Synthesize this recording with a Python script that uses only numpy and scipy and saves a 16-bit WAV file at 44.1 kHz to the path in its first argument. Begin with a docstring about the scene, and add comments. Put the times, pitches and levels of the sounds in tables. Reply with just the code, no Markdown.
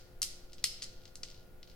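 """A Newton's cradle on a desk in a small room, heard close on a stereo pair of microphones.
Ventilation rumbles and hums softly throughout, under the last of an earlier clack at the start.
The steel balls clack twice, each time leaving the cradle ringing, then tick and chatter against each
other as a hand stops them. Every click glances off the desk and rings out in the room."""
import sys
import numpy as np
from scipy import signal
from scipy.fft import rfft, irfft
from scipy.io import wavfile
from scipy.ndimage import uniform_filter1d, map_coordinates

SR = 44100
rng = np.random.default_rng(int(sys.argv[2]) if len(sys.argv) > 2 else 0)


def pcm_store(signal):
    """Save signal as 16-bit PCM."""
    levels = np.round(np.clip(np.atleast_2d(signal), -1, 1) * 32767)
    wavfile.write(sys.argv[1], SR, levels.astype(np.int16).T)


N = 77175
SIZE = 32768  # samples in one click or ring
FREQS, TIMES = np.fft.rfftfreq(SIZE, 1 / SR), np.arange(SIZE) / SR


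def amp(db):
    """Decibels to gain."""
    return 10 ** (np.asarray(db) / 20)


def unit(x):
    """Scaled to rms 1."""
    return x / np.sqrt(np.mean(x ** 2) + 1e-20)


def along(points, hz):
    """A curve through (Hz, value) points on a log frequency axis."""
    f, v = np.transpose(points)
    return np.interp(np.log(hz + 1), np.log(f + 1), v)


def pan(db):
    """Left and right gains, the left louder by db."""
    return amp(db * np.array([[.5], [-.5]]))


def wobble(rate):
    """A smooth random curve, rate knots a second."""
    return map_coordinates(rng.standard_normal(256), [np.arange(N) * rate / SR], mode="wrap")


def delay(seconds):
    """Spectrum of a pure delay."""
    return np.exp(-2j * np.pi * FREQS * seconds)


def causal(gain):
    """The minimum-phase response with this gain."""
    cepstrum = irfft(np.log(np.maximum(gain, 1e-6)))
    cepstrum[1:SIZE // 2] *= 2
    cepstrum[SIZE // 2 + 1:] = 0
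    return np.exp(rfft(cepstrum))


def add(out, x, start):
    """Mix x into out from start, in seconds."""
    i = round(start * SR)
    x = x[:, max(-i, 0):max(N - i, 0)]
    out[:, max(i, 0):max(i, 0) + x.shape[1]] += x


def ventilation(air_db=-55, rumble_db=-54, rumble_hz=14.3):
    """Behind the desk: steady air noise, a deep rumble and a slightly wavering hum to the left."""
    # Air noise. Each row: frequency in Hz, relative level per Hz in dB.
    air_colour = [(22, -7), (40, -16), (70, -19.5), (100, -21.5), (140, -24.5), (200, -28.5), (400, -31.5),
                  (700, -31), (1050, -41.5), (1400, -39), (2300, -45), (5000, -50), (8000, -54),
                  (12000, -49.5), (15500, -49.5)]
    # Each row: frequency in Hz, correlation of the air noise between the microphones.
    air_likeness = [(30, 0.89), (150, 0.92), (500, 0.25), (1500, 0.1), (10000, 0.29)]
    # Hum tones. 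Each row: frequency in Hz, level in dB.
    hum_tones = [(119.6, -69.5), (178.5, -74.5), (269, -79), (357, -70.5), (443, -78), (477, -82),
                 (514, -71.5), (549, -86), (1427, -78)]
    hz, t = np.fft.rfftfreq(N, 1 / SR), np.arange(N) / SR
    width = np.arccos(np.clip(along(air_likeness, hz), -1, 1)) / 2
    spectrum = rfft(rng.standard_normal((2, N))) * amp(along(air_colour, hz))
    mid, side = irfft(spectrum * [np.cos(width), np.sin(width)], N)
    air = unit(np.array([mid + side, mid - side]))
    rumble = unit(irfft(rfft(rng.standard_normal(N)) * hz / (1 + (hz / rumble_hz) ** 4), N))
    hum = sum(amp(db + wobble(5.37)) * unit(np.sin(2 * np.pi * f * t + .3 * wobble(6)))
              for f, db in hum_tones)
    return amp(air_db) * pan(1.5) * air + amp(rumble_db) * rumble + pan(5) * hum


def room(tail_db=-6.5, near_db=-4.5, near_t60_s=0.099, rise_s=0.0065):
    """Stereo spectrum of the room's answer: dense near reflections over a longer tail."""
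    # The tail's decay. Each row: frequency in Hz, seconds to fall 60 dB.
    tail_t60 = [(500, 1), (2500, 0.7), (5000, 0.56), (8000, 0.41), (12000, 0.33), (15000, 0.28)]
    hz, frame_s, noise = signal.stft(rng.standard_normal((2, SIZE)), SR, nperseg=256)
    decay = amp(-60 * frame_s / along(tail_t60, hz)[:, None])
    tail = signal.istft(noise * decay, SR, nperseg=256)[1][:, :SIZE]
    near = rng.standard_normal((2, SIZE)) * amp(-60 * TIMES / near_t60_s)
    rise = 1 - np.exp(-TIMES / rise_s)
    return rfft(amp(tail_db) * unit(tail * rise) + amp(near_db) * unit(near * rise)) / np.sqrt(SIZE)


def contact(t60_s=0.0046, scatter_db=2):
    """Levelled spectrum of one contact: a spike scattered briefly along the row of balls."""
    burst = rng.standard_normal(SIZE) * amp(-60 * TIMES / t60_s)
    spectrum = 1 + amp(scatter_db) * rfft(burst / np.linalg.norm(burst))
    return spectrum / np.sqrt(uniform_filter1d(abs(spectrum) ** 2, size=500) + 1e-9)


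def click(corner_hz, body_db, room_db):
    """Steel on steel at the microphones, with its echoes; a softer contact has a lower corner."""
    # Colour of a click. Each row: frequency in Hz, gain in dB.
    clack_colour = [(200, -48.5), (700, -35), (1000, -26.5), (1300, -12.5), (1650, -16.5), (2000, -5.5),
                    (2400, -7), (3000, -0.5), (3550, -1.5), (4300, 4.5), (5050, 4.5), (5650, 2.5),
                    (6250, 2.5), (7200, -0.5), (8500, 2), (9300, -3), (10400, 0), (12800, -3.5),
                    (14300, -4), (15000, -2.5), (16800, -20.5)]
    # The direct sound at the pair. Each row: frequency in Hz, left over right in dB.
    balance = [(1000, 2.5), (3000, 3.5), (5500, 2.5), (8500, -.5), (15000, -1)]
    # Echoes off desk and walls. Each row: delay in seconds, level in dB, left over right in dB.
    reflections = [(.0025, -7, 2), (.0033, -12, 2), (.0128, -19, 3), (.0160, -18, 4), (.0195, -17, -5)]
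    body_hz, body_octaves, echo_corner_hz = 2770, 0.67, 10000
    body = np.exp(-(np.log2((FREQS + 1) / body_hz) / body_octaves) ** 2)
    colour = amp(along(clack_colour, FREQS) + body_db * body)
    colour /= np.sqrt(1 + (FREQS / corner_hz) ** 8.5)
    direct = pan(along(balance, FREQS)) * contact()
    echoes = sum(amp(db) * pan(side_db) * delay(lag) * contact() for lag, db, side_db in reflections)
    echoes /= 1 + 1j * FREQS / echo_corner_hz  # duller than the direct click
    arrival = np.array([delay(0), delay(36e-6)])  # the right microphone hears it just later
    heard = irfft(causal(colour) * ((direct + echoes) * arrival + amp(room_db) * room()))
    return heard * (np.arange(SIZE) < SIZE * 3 // 4)


def jostle(ticks_per_s=60, spread_db=2.5):
    """Faint uneven ticks as the balls jostle against the fingers."""
    # Each row: start in seconds, end in seconds, level in dB.
    spells = [(0.491, .525, -34.5), (0.594, .63, -38), (0.926, 1.04, -39.5), (1.265, 1.35, -29.5),
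              (1.35, 1.43, -40.5), (1.686, 1.728, -32)]
    out = np.zeros((2, N))
    ticks = [click(corner_hz=6200, body_db=3.5, room_db=1) for _ in range(4)]
    for start, end, db in spells:
        for k, (late, strength) in enumerate(zip(rng.random(32), rng.standard_normal(32))):
            when = start + (k + late) / ticks_per_s
            if when < end:
                add(out, amp(db + spread_db * strength) * ticks[k % len(ticks)], when)
    return out


def cradle_ring(high_db, high_above_hz=5900):
    """The cradle's shimmer: close modes beat against each other, differently at each microphone."""
    # Clusters of modes. Each row: centre in Hz, width in Hz, level in dB, seconds to fall 60 dB.
    clusters = [(4300, 100, -14, 0.69), (4740, 120, -22.5, 0.31), (5054, 130, 0.5, 0.41),
                (5280, 180, -0.5, 0.35), (5540, 120, -15, 0.69), (6070, 260, -17, 0.53),
                (8000, 140, -19, 0.31), (9530, 87, 3, 0.088)]
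    out = np.zeros((2, SIZE))
    for hz, width, db, t60 in clusters:
        phases = np.exp(2j * np.pi * rng.random((2, len(FREQS))))
        modes = unit(irfft(phases / (1 + (2 * (FREQS - hz) / width) ** 2)))
        out += amp(db + high_db * (hz > high_above_hz) - 60 * TIMES / t60) * modes
    return out


def balls():
    """The balls strike each other; the two full swings set the cradle ringing."""
    # Contacts. Each row: start in seconds, level in dB, treble corner in Hz, body in dB, room in dB.
    # The first falls before the start, so only its tail is heard.
    strikes = [(-.19, 1, 10000, -3, 0), (0.2188, -2.5, 12000, -7.5, -2), (.2190, -6, 12100, -17, 0.5),
               (0.227, -13, 14400, 1.5, 4.5), (0.2285, -7.5, 14600, -30, -7), (.2298, -4, 12100, -1.5, -2),
               (0.532, -23.5, 8500, 0, -0.5), (.583, -29, 5940, 3, 5.5), (.6408, -5.5, 15200, 5, -14),
               (0.6418, 2, 12400, 2.5, -2.5), (0.8201, -20, 6470, 4, -8), (0.823, -10, 6730, -0.5, 0.5),
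               (0.8288, -13, 9000, -7, -6), (.8360, -15, 9600, -7, -1.5), (0.8419, -18.5, 9400, -2, -10),
               (1.055, -24, 6550, 3, -2), (1.078, -30, 5900, 1, 1), (1.1556, -17.5, 10800, -5, -4),
               (1.2329, -10.5, 7260, -4, -2.5), (1.2346, -13.5, 6040, 1.5, -5.5),
               (1.3017, -25, 6900, -1.5, -2), (1.6299, -21.5, 5260, 1.5, -3.5), (1.675, -31, 5540, 2, 2.5)]
    # Rings. Each row: start in seconds, level in dB, extra gain on the high modes in dB.
    full_swings = [(0.2181, -54, 11), (0.642, -41.5, -33)]
    out = np.zeros((2, N))
    for start, db, corner_hz, body_db, room_db in strikes:
        add(out, amp(db) * click(corner_hz, body_db, room_db), start)
    for start, db, high_db in full_swings:
        add(out, amp(db) * cradle_ring(high_db), start)
    return out


def scene():
    """The cradle close by, the ventilation behind."""
    return balls() + jostle() + ventilation()


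def record(dry):
    """The recorder keeps nothing above its band limit."""
    top_hz = 16500
    passband = np.fft.rfftfreq(2 * N, 1 / SR) < top_hz
    return irfft(rfft(dry, 2 * N) * passband)[:, :N]


dry = scene()
out = record(dry)
pcm_store(out)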